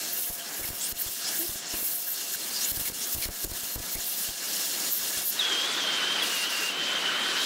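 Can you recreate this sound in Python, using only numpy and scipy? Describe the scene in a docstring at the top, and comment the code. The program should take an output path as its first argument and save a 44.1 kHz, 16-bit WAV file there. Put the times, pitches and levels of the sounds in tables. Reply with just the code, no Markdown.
"""Harsh hiss and sizzle, with squeals, shrieks and pops, then a roar with a thin, wavering whistle.
An oxy-fuel torch cuts steel plate on a workshop grate, close by, then is lifted clear and burns free.
Jet, rush and flame are banded noise with eddies; edge tones and shrieks are noise bands along a glide.
Slag pops are short pressure pulses that choke or boost the jet; the whistle is a tone that frays.
A buzz of melt, a faint machine hum and short wall reflections complete the scene."""
import sys
import numpy as np
from scipy import signal
from scipy.io import wavfile
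from scipy.ndimage import uniform_filter1d

SR = 44100
rng = np.random.default_rng(int(sys.argv[2]) if len(sys.argv) > 2 else 0)


def store_wav(level_fs):
    """Save 16-bit WAV to argv[1]."""
    pcm = np.round(np.clip(np.atleast_2d(level_fs), -1, 1) * 32767)
    wavfile.write(sys.argv[1], SR, pcm.T.astype(np.int16))


N = 328545
TIME = np.arange(N) / SR

# oxygen bursts into open air: start/s, end/s, level/dB
OXYGEN_BURSTS = [(6.221, 6.454, -34), (6.496, 6.705, -35.5)]
# slag pops: t/s, push before trim/dB, puff length/ms, jet choke before shares/dB (negative boosts),
# gurgle re push/dB
SLAG_POPS = [(0.301, -33.5, 7.5, 6, -2), (.596, -33.5, 1.1, 2, 12), (0.612, -37, 6.4, 2, -5),
             (.647, -35, 3.4, 0, -3), (.69, -36, 3, 5, -8), (0.704, -31, 5, 4, -9), (.732, -33, 1, 4, -6),
             (.925, -34, 6.8, 22, -11), (1.063, -34, 5.5, 0, -13), (1.493, -33.5, 5.2, 0, -7),
             (1.557, -34.5, 2, -3.5, -1), (1.739, -29.5, 1.5, 1, 0), (1.742, -29, 1.3, -1.5, -2),
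             (1.826, -40, 1.7, 1.5, 16), (2.36, -49, 3, 6, -5), (2.719, -31.5, 5, 11, -3),
             (2.748, -40, 2.2, 1.5, -2), (2.773, -29.5, 4.8, 6, -6), (2.795, -36, 3, -5.5, 1),
             (2.813, -33, 2.8, 4.5, -8), (2.889, -39, 1, 5, 0), (2.9, -30.5, 1.2, 6, -2),
             (2.921, -38, 3.3, 6, -5), (3.151, -31, 6.1, 9, -9), (3.164, -30.5, 4.8, 5, -17),
             (3.183, -32, 4.7, 2.5, -14), (3.257, -28, 7, 10, -11), (3.288, -27.5, 7.4, 11, -9),
             (3.441, -38, 6.6, -4, 6), (3.449, -27, 8, 16, -16), (3.469, -37, 7, 13, -5),
             (3.497, -35, 5, 2, -10), (3.517, -28.5, 6.5, 8, -11), (3.634, -40, 3.1, -4, 0),
             (3.7596, -26, 5.6, 14, -11), (3.778, -31, 5.4, 1, -11), (3.8, -31, 5.1, 3.5, -14),
             (3.955, -29.5, 13, 7, -5), (4.289, -34.5, 5.8, -1, -12), (5.172, -39, 4, -5.5, -6)]
# edge tones of the jet: start/s, end/s, start f/Hz, end f/Hz, width/Hz, level before trim/dB
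EDGE_TONES = [(0.385, 0.435, 3200, 2970, 190, -45), (0.621, .66, 2320, 2120, 130, -44.5),
              (0.792, 0.886, 6730, 9840, 700, -35), (1.066, 1.096, 3200, 3400, 190, -45),
              (1.235, 1.309, 4580, 5850, 200, -36), (1.332, 1.387, 1746, 1610, 150, -48),
              (1.7, 1.78, 3050, 2460, 160, -48), (2.055, 2.107, 1640, 1735, 220, -48),
              (2.33, 2.358, 1620, 1650, 130, -42.5), (2.525, 2.611, 4650, 4830, 300, -36.5),
              (2.595, 2.672, 5100, 7770, 480, -34), (2.843, 2.893, 2200, 2140, 130, -46),
              (3.006, 3.058, 5600, 6540, 550, -37), (3.21, 3.269, 2590, 1970, 200, -43),
              (3.213, 3.263, 4900, 3920, 300, -41.5), (3.934, 3.98, 2020, 2220, 220, -47),
              (4.238, 4.272, 2960, 2780, 120, -41), (4.28, 4.308, 2910, 3350, 140, -47)]
# shrieks in the narrow cut: start/s, end/s, spray before trim/dB, tone re spray before trims/dB
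CUT_SHRIEKS = [(0.085, .31, -36, -14), (0.877, 0.932, -39, -2), (0.962, 1.068, -35.5, -20),
               (1.297, 1.548, -38.5, -17), (1.78, 1.92, -33.5, -6), (1.88, 2.02, -39, -2),
               (2.052, 2.155, -35.5, 0), (2.312, 2.366, -35, -7), (2.657, 2.74, -46, 3),
               (3.06, 3.155, -40, -14), (3.36, 3.43, -54, 5), (3.703, 3.77, -49, 10),
               (3.907, 3.968, -38, -15), (4.036, 4.146, -39, -5), (4.886, 5.008, -36, 2),
               (5.23, 5.327, -33.5, -0.5)]


def from_db(db):
    """Decibels to gain."""
    return 10 ** (np.asarray(db) / 20)


def rms_one(x):
    """Scale to unit power."""
    return x / np.sqrt(np.mean(x ** 2) + 1e-20)


def in_time(rows):
    """Each column of a curve at every sample."""
    s, *columns = np.transpose(rows)
    return [np.interp(TIME, s, c) for c in columns]


def gate(start_s, end_s, edge_s):
    """One between start and end, with straight ramps centred on both."""
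    return np.clip(np.minimum(TIME - start_s, end_s - TIME) / edge_s + .5, 0, 1)


def arch(start_s, end_s):
    """A smooth swell from start to end with a level top."""
    ramp_s = .3 * (end_s - start_s)
    ramp = np.clip(np.minimum(TIME - start_s, end_s - TIME) / ramp_s, 0, 1)
    return np.sin(np.pi / 2 * ramp) ** 2


def cut(x, hz, kind, order=2):
    """Butterworth filter."""
    sos = signal.butter(order, np.minimum(hz, .48 * SR), kind, fs=SR, output="sos")
    return signal.sosfilt(sos, x + 1e-18)


def drift(rate_hz, size=N):
    """Smooth random curve, rms 1: noise through a double pole at rate_hz, made at SR / 8."""
    r = np.exp(-16 * np.pi * rate_hz / SR)
    noise = rng.standard_normal(size // 8 + 3002)
    slow = signal.lfilter([1], [1, -2 * r, r * r], noise)[3000:]   # drop the settling
    return np.interp(np.arange(size) / 8, np.arange(len(slow)), rms_one(slow))


def resonate(x, modes, wander, swell_db, rate_hz):
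    """Each air resonance lifts its own narrow band, straying in pitch and strength as the gas swirls."""
    for hz, width_hz, boost_db in modes:
        r = np.exp(-np.pi * width_hz / SR)
        mode_hz = hz * (1 + wander * drift(rate_hz))
        turn = np.exp(2j * np.pi * np.cumsum(mode_hz) / SR)
        # shift the mode to 0 Hz, low-pass, shift back
        peak = 2 * np.real(turn * signal.lfilter([1 - r], [1, -r], x / turn))
        x = x + (from_db(boost_db + swell_db * drift(rate_hz)) - 1) * peak
    return x


def turbulence(colour, patchy_db, eddy_rate_hz, bright_db=0):
    """Third-octave noise bands, each with its own eddies; rms 1 before bright_db tilts the treble."""
    hz, level_db = np.transpose(colour)
    edges_hz = 50 * 2 ** (np.arange(27) / 3)
    white, plain, tilted = rng.standard_normal((2, N)), 0, 0
    for k, (low_hz, high_hz) in enumerate(zip(edges_hz, edges_hz[1:])):
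        if high_hz > hz[0] and low_hz < hz[-1]:
            centre_hz = np.sqrt(low_hz * high_hz)
            band_db = np.interp(np.log(centre_hz), np.log(hz), level_db)
            eddies = from_db(band_db + patchy_db * drift(eddy_rate_hz))
            # neighbours use different noise
            band = cut(white[k % 2], [low_hz, high_hz], "band") * eddies
            plain = plain + band
            tilted = tilted + band * from_db(bright_db * np.interp(centre_hz, [6500, 12000], [0, 1]))
    return tilted / np.std(plain)


def sizzle(per_s, spread_db, low_hz):
    """Tiny sparks burst at random, a few much louder than the rest; rms 1."""
    sizes = from_db(spread_db * np.minimum(rng.exponential(1, N), 4)) * rng.choice([-1, 1], N)
    return rms_one(cut(sizes * (rng.random(N) < per_s / SR), low_hz, "high"))


def airy_tone(hz, width_hz):
    """A narrow band of noise that follows a pitch: two quadrature carriers, each with its own drift."""
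    phase = 2 * np.pi * np.cumsum(hz) / SR
    return drift(width_hz, len(hz)) * np.cos(phase) + drift(width_hz, len(hz)) * np.sin(phase)


def workshop(x):
    """Wall reflections: exponentially decaying noise tails, different at each side."""
    t60_s = 0.096
    age = TIME[:SR // 2]
    tails = rng.standard_normal((2, len(age))) * from_db(-60 * age / t60_s) * (age > .003)
    return np.array([signal.fftconvolve(x, h / np.linalg.norm(h))[:N] for h in tails])


def machine_hum():
    """A machine elsewhere in the shop: a faint sine that wavers in pitch and level."""
    # hum: f/Hz, level/dB
    hum_rows = [(693.5, -59)]
    hz, db = hum_rows[0]
    phase = 2 * np.pi * np.cumsum(hz + 5 * drift(14)) / SR
    return from_db(db + 3 * drift(10)) * rms_one(np.sin(phase))


def melt_flutter():
    """A film of melt flaps in the jet for a moment and buzzes: a wavering tone and its octave."""
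    # one flutter: start/s, end/s, f/Hz, amplitude of the fundamental/dB
    flutter_row = (1.393, 1.459, 332, -37.5)
    start_s, end_s, hz, db = flutter_row
    phase = 2 * np.pi * np.cumsum(hz * (1 + 0.043 * drift(65))) / SR
    buzz = np.sin(phase) + from_db(-10) * np.sin(2 * phase)
    return from_db(db) * gate(start_s, end_s, .006) * buzz


def slag_pops(sag_s, crack_db, crack_s, snap_db):
    """Each slag bubble puffs out gas: a sharp crack, a sagging push, a closing snap, then a gurgle."""
    afterpop_s, afterpop_db = 0.028, -12   # both scaled by 0.5 to 1.5 at random
    trim_db = -2.0
    out, torn, chance = np.zeros(N), np.zeros(N), rng.random((len(SLAG_POPS), 2))
    age = TIME[:SR // 20]
    puffs = [(s, db, ms, gurgle_db) for s, db, ms, _, gurgle_db in SLAG_POPS]
    # each shakes a smaller bubble loose
    puffs += [(s + afterpop_s * (.5 + late), db + afterpop_db * (.5 + weak), ms / 2, gurgle_db)
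              for (s, db, ms, gurgle_db), (late, weak) in zip(puffs, chance)]
    for s, db, ms, gurgle_db in puffs:
        length_s = ms / 1000
        push = (age < length_s) * np.exp(-age / sag_s)
        crack = from_db(crack_db) * np.exp(-age / crack_s)
        snap = from_db(snap_db) * np.exp(-np.abs(age - length_s) / crack_s)
        at = slice(int(s * SR), int(s * SR) + len(age))
        out[at] += from_db(db + trim_db) * (push + crack - snap)
        torn[at] += from_db(db + gurgle_db + trim_db) * push
    gurgle_noise = rms_one(cut(rng.standard_normal(N), [170, 650], "band"))
    gurgle = cut(torn, 23, "low", order=1) * gurgle_noise
    return cut(cut(out, 2300, "low"), 11, "high") + gurgle


def frayed_tone(hz, fray_db, jitter, halo_db):
    """A fine line that frays into a noise band and weakens as it breaks up; rms 1 overall."""
    fray_loss_db = 2.5   # approached as noise takes over
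    tone = np.sin(2 * np.pi * np.cumsum(hz * (1 + jitter * drift(445))) / SR)
    fray = from_db(fray_db)
    air = fray * airy_tone(hz, width_hz=140) + from_db(halo_db) * airy_tone(hz, width_hz=840)
    loss = from_db(-fray_loss_db * fray ** 2 / (1 + fray ** 2))
    return rms_one((tone + air) / np.hypot(1, fray) * loss)


def whistle(waver, blast_drop, flicker_db, octave_below_db):
    """The nozzle's tone bursts in once the tip is clear and drops in pitch while the oxygen is on."""
    # nozzle tone: t/s, f/Hz, noisy part re tone/dB
    whistle_rows = [(5.404, 3785, 6), (5.42, 3314, -5), (5.49, 3270, -13), (5.555, 3170, -13),
                    (5.62, 3240, -6), (5.68, 3460, -11), (5.755, 3306, -2), (5.778, 3570, -10),
                    (5.812, 3247, -4), (6.03, 3040, -6), (6.1, 3160, -5), (6.19, 3040, -10),
                    (6.275, 3070, 5), (6.36, 3108, -7), (6.425, 3020, -10), (6.48, 3080, 10),
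                    (6.53, 3020, -3), (6.86, 3094, -8), (6.97, 3090, 4), (7.11, 2990, -2), (7.2, 3105, -5),
                    (7.305, 3150, -7), (7.34, 2970, -7), (7.45, 3230, -6)]
    level_db, start_s = -33, 5.392
    catch_db, catch_s = 4.5, 0.15   # louder as it catches
    kick_share, kick_db, kick_s = 0.1108, 3, 0.012   # first valve opening flicks pitch and level up
    blast_tone_db = -0.7
    oxygen = sum(gate(start + kick_s, end, 0.011) for start, end, _ in OXYGEN_BURSTS)
    kick = np.exp(-((TIME - OXYGEN_BURSTS[0][0]) / kick_s) ** 2)
    pitch_hz, fray_db = in_time(whistle_rows)
    hz = pitch_hz * (1 + waver * drift(32.3))
    high = frayed_tone(hz * (1 + kick_share * kick), fray_db, jitter=0.014, halo_db=-13.5)
    low = frayed_tone(hz * (1 - blast_drop), fray_db, jitter=0.014, halo_db=-13.5)
    undertone = from_db(octave_below_db) * airy_tone(hz / 2, width_hz=70)
    notes = np.sqrt(1 - oxygen) * (high + undertone) + np.sqrt(oxygen) * from_db(blast_tone_db) * low
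    catch = np.exp(-((TIME - start_s) / catch_s) ** 2)
    gain_db = level_db + catch_db * catch + kick_db * kick + flicker_db * drift(19)
    return gate(start_s, np.inf, .012) * from_db(gain_db) * notes


def valve(start_s, end_s):
    """The oxygen lever opens quickly and closes more slowly."""
    open_s, close_s = 0.0089, 0.082
    return np.clip(np.minimum((TIME - start_s) / open_s, (end_s - TIME) / close_s) + .5, 0, 1)


def free_flame():
    """The open flame roars and hisses as turbulent noise; bursts of oxygen add a bright edge."""
    # flame: t/s, roar before trim/dB, hiss re roar before trims/dB
    flame_rows = [(5.39, -36.5, 0), (5.54, -34.5, -1), (5.61, -35.5, -1), (6.2, -33, -5),
                  (6.42, -37.5, -0.5), (6.76, -36.5, -5.5), (6.82, -34, -5.5), (7.21, -32.5, -6.5),
                  (7.45, -35, 1)]
    # spectra of roar, hiss and oxygen: f/Hz, relative density/dB
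    roar_colour = [(105, -32), (175, -6), (300, -1.5), (850, -3), (1200, 0), (2200, -1.5), (3200, 2.4),
                   (5000, -12)]
    hiss_colour = [(2300, -6), (3600, 2.5), (5000, 1), (7000, -4), (9500, -10.5), (15000, -17)]
    oxygen_colour = [(5000, 3.5), (7000, 0.5), (9500, -2), (15500, -6)]
    # resonances around the flame: f/Hz, width/Hz, boost/dB
    flame_modes = [(426, 120, 2), (1540, 280, 4.5), (1950, 83, 3)]
    roar_db, hiss_db = in_time(flame_rows)
    roar = turbulence(roar_colour, patchy_db=1.2, eddy_rate_hz=28)
    roar = from_db(roar_db + 0.5) * resonate(roar, flame_modes, wander=0.012, swell_db=1.8, rate_hz=6.1)
    hiss = turbulence(hiss_colour, patchy_db=1.5, eddy_rate_hz=13)
    hiss = from_db(roar_db + hiss_db + 3.0) * hiss
    oxygen = sum(from_db(db) * valve(start, end) for start, end, db in OXYGEN_BURSTS)
    return roar + hiss + oxygen * turbulence(oxygen_colour, patchy_db=2.0, eddy_rate_hz=26)


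def squeals(notes, waver):
    """The jet catches an edge and sings a rough, airy gliding note."""
    out = np.zeros(N)
    for start, end, from_hz, to_hz, width_hz, db in notes:
        at = np.flatnonzero((TIME > start) & (TIME < end))
        hz = np.geomspace(from_hz, to_hz, len(at)) * (1 + waver * drift(69, len(at)))
        note = rms_one(airy_tone(hz, width_hz)) * signal.windows.tukey(len(at), .6)
        out[at] += from_db(db + 1.5) * note
    return out


def shrieks():
    """The jet locks into a very high, rough, sinking tone inside a spray of bright hiss."""
    # spectrum of the spray: f/Hz, relative density/dB
    spray_colour = [(7000, -13), (10000, -8), (12700, 1.5), (15500, 1.5)]
    from_hz, to_hz, width_hz = 13300, 12250, 380   # same glide each time
    spray = sum(from_db(db) * arch(start, end) for start, end, db, _ in CUT_SHRIEKS)
    notes = [(start, end, from_hz, to_hz, width_hz, db + tone_db)
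             for start, end, db, tone_db in CUT_SHRIEKS]
    spray_noise = turbulence(spray_colour, patchy_db=4.0, eddy_rate_hz=27)
    return from_db(4.0) * spray * spray_noise + squeals(notes, waver=0.014)


def choking():
    """Slag blocks the jet at once and is soon blown clear (dB before shares); negative depths boost it."""
    recover_s = 0.034
    dip_db = sum(depth_db * (TIME > s) * np.exp(-np.minimum(((TIME - s) / recover_s) ** 2, 20))
                 for s, _, _, depth_db, _ in SLAG_POPS)
    return -uniform_filter1d(dip_db, size=64)


def swelling():
    """Slag gathers in the jet before each choking pop and makes it hiss harder (dB)."""
    share, rise_s = 0.078, 0.047
    rise_db = sum(depth_db * (TIME < s) * np.exp(-np.abs(TIME - s) / rise_s)
                  for s, _, _, depth_db, _ in SLAG_POPS if depth_db > 0)
    return share * uniform_filter1d(rise_db, size=64)


def cutting_jet():
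    """Sputtering hiss and sparks over a lower, crackling rush, coloured by the air in the cut."""
    # jet: t/s, hiss before trim/dB, treble re hiss before trim/dB, rush under the plate before trim/dB
    jet_rows = [(0.06, -36.5, -4.5, -42), (0.33, -42.5, 6.5, -50), (0.46, -41, -7.5, -46.5),
                (0.6, -40.5, 3.5, -42.5), (1.0, -40, -3.5, -46), (1.12, -39.5, 2, -47.5),
                (1.25, -35.5, -10, -44.5), (1.35, -35.5, 0, -42), (1.55, -40.5, 0.5, -48.5),
                (1.65, -39, -21, -46), (1.75, -38.5, 2, -43), (1.85, -38.5, 3, -46), (2.03, -42, 5, -48.5),
                (2.21, -37.5, -4.5, -46), (2.6, -37, -2.5, -40), (2.72, -37, 3.5, -43.5),
                (2.97, -38.5, -2, -45.5), (3.22, -38, 3.5, -45), (3.33, -42, -2, -47.5),
                (3.55, -37.5, -1, -48), (3.66, -40, -1.5, -43), (3.8, -39.5, -3, -45.5),
                (4.25, -36.5, 0.5, -46), (4.35, -39, -7.5, -46), (4.53, -33, -4, -40.5),
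                (5.33, -36.5, -2.5, -41.5)]
    # spectra of hiss and rush: f/Hz, relative density/dB
    hiss_colour = [(2000, -16), (2900, 0.5), (3700, -2.5), (5500, 1), (7000, 0), (15500, -0.9)]
    rush_colour = [(90, -32), (120, -14), (185, -0.5), (330, -1), (780, -3.5), (1060, -5.5), (1660, -2),
                   (2460, -6), (2700, -4.5), (3510, -32), (5940, -120)]
    # air resonances of the cut and the gap under the plate: f/Hz, width/Hz, boost/dB
    cut_modes = [(1650, 91, 5.5), (2230, 63, 3.5), (2742, 39, 7.5), (2890, 43, 3.5), (3320, 82, 2.5),
                 (3620, 46, 3), (4210, 150, 4), (5400, 240, 2), (6840, 410, 2.5)]
    squeal_lift_db, squeal_ref_db = 3.5, -33   # edge tone at ref raises the hiss by lift
    shriek_steal_db, shriek_ref_db = 3, -36.5   # shriek at ref drains the rush by steal
    hiss_choke_share, rush_choke_share, hiss_steal_share = 0.66, 0.42, 0.57
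    hiss_db, top_db, rush_db = in_time(jet_rows)
    choke_db, swell_db = choking(), swelling()
    lift_db = squeal_lift_db * sum(from_db(db - squeal_ref_db) * arch(start, end)
                                   for start, end, _, _, _, db in EDGE_TONES)
    steal_db = shriek_steal_db * sum(from_db(db + tone_db - shriek_ref_db) * arch(start, end)
                                     for start, end, db, tone_db in CUT_SHRIEKS)

    bright_db = top_db + 2.2 + 1.8 * swell_db - lift_db   # the lift spares the top treble
    hiss = turbulence(hiss_colour, patchy_db=1.16, eddy_rate_hz=22, bright_db=bright_db)
    sparks = from_db(-14) * sizzle(per_s=2200, spread_db=6, low_hz=3000)
    sputter_db = (0.75 - 0.099 * choke_db) * drift(53)   # rougher while choked
    sputter_db += hiss_choke_share * choke_db + swell_db - hiss_steal_share * steal_db
    jet = cut(hiss + sparks, 2890, "high", order=6)
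    jet = jet * from_db(hiss_db + sputter_db + lift_db + 3.5)

    flow_db = rush_db + 1.4 * drift(4.7) + rush_choke_share * choke_db + 0.43 * swell_db - steal_db
    crackle = 2 * from_db(-10) * cut(sizzle(per_s=260, spread_db=5, low_hz=700), 2200, "low")
    rush = turbulence(rush_colour, patchy_db=1.5, eddy_rate_hz=26) + crackle
    rush = cut(from_db(flow_db - 1.8) * rush, 67, "high", order=4)
    return resonate(jet + rush, cut_modes, wander=0.0058, swell_db=1.6, rate_hz=7.9)


def scene():
    """The cut gives way to the free flame as the torch is lifted."""
    lift_start_s, lift_end_s = 5.315, 5.42
    cut_room_db, flame_room_db = -17.5, -21
    bass_lean_db, bass_lean_hz = 0.16, 600   # lows lie a little further left
    lifted = np.clip((TIME - lift_start_s) / (lift_end_s - lift_start_s), 0, 1)
    cutting = cutting_jet() * np.sqrt(1 - lifted) + shrieks() + squeals(EDGE_TONES, waver=0.0223)
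    slag = slag_pops(sag_s=0.013, crack_db=-3.5, crack_s=0.0005, snap_db=-9)
    tone = whistle(waver=0.0085, blast_drop=.082, flicker_db=1.6, octave_below_db=-17)
    flame = lifted * free_flame() + tone
    mono = cutting + slag + melt_flutter() + flame + machine_hum()
    room_db = cut_room_db + (flame_room_db - cut_room_db) * lifted
    room = workshop(from_db(room_db) * cut(mono, 90, "high"))
    lows = cut(mono, bass_lean_hz, "low", order=1)
    lean = (from_db(bass_lean_db) - 1) * lows * [[1], [-1]]
    return mono * from_db([[.15], [-.15]]) + lean + room


def record(dry):
    """Steep elliptic low-pass at 15.7 kHz."""
    return signal.sosfilt(signal.ellip(12, .1, 80, 15700, fs=SR, output="sos"), dry)


dry = scene()
out = record(dry)
store_wav(out)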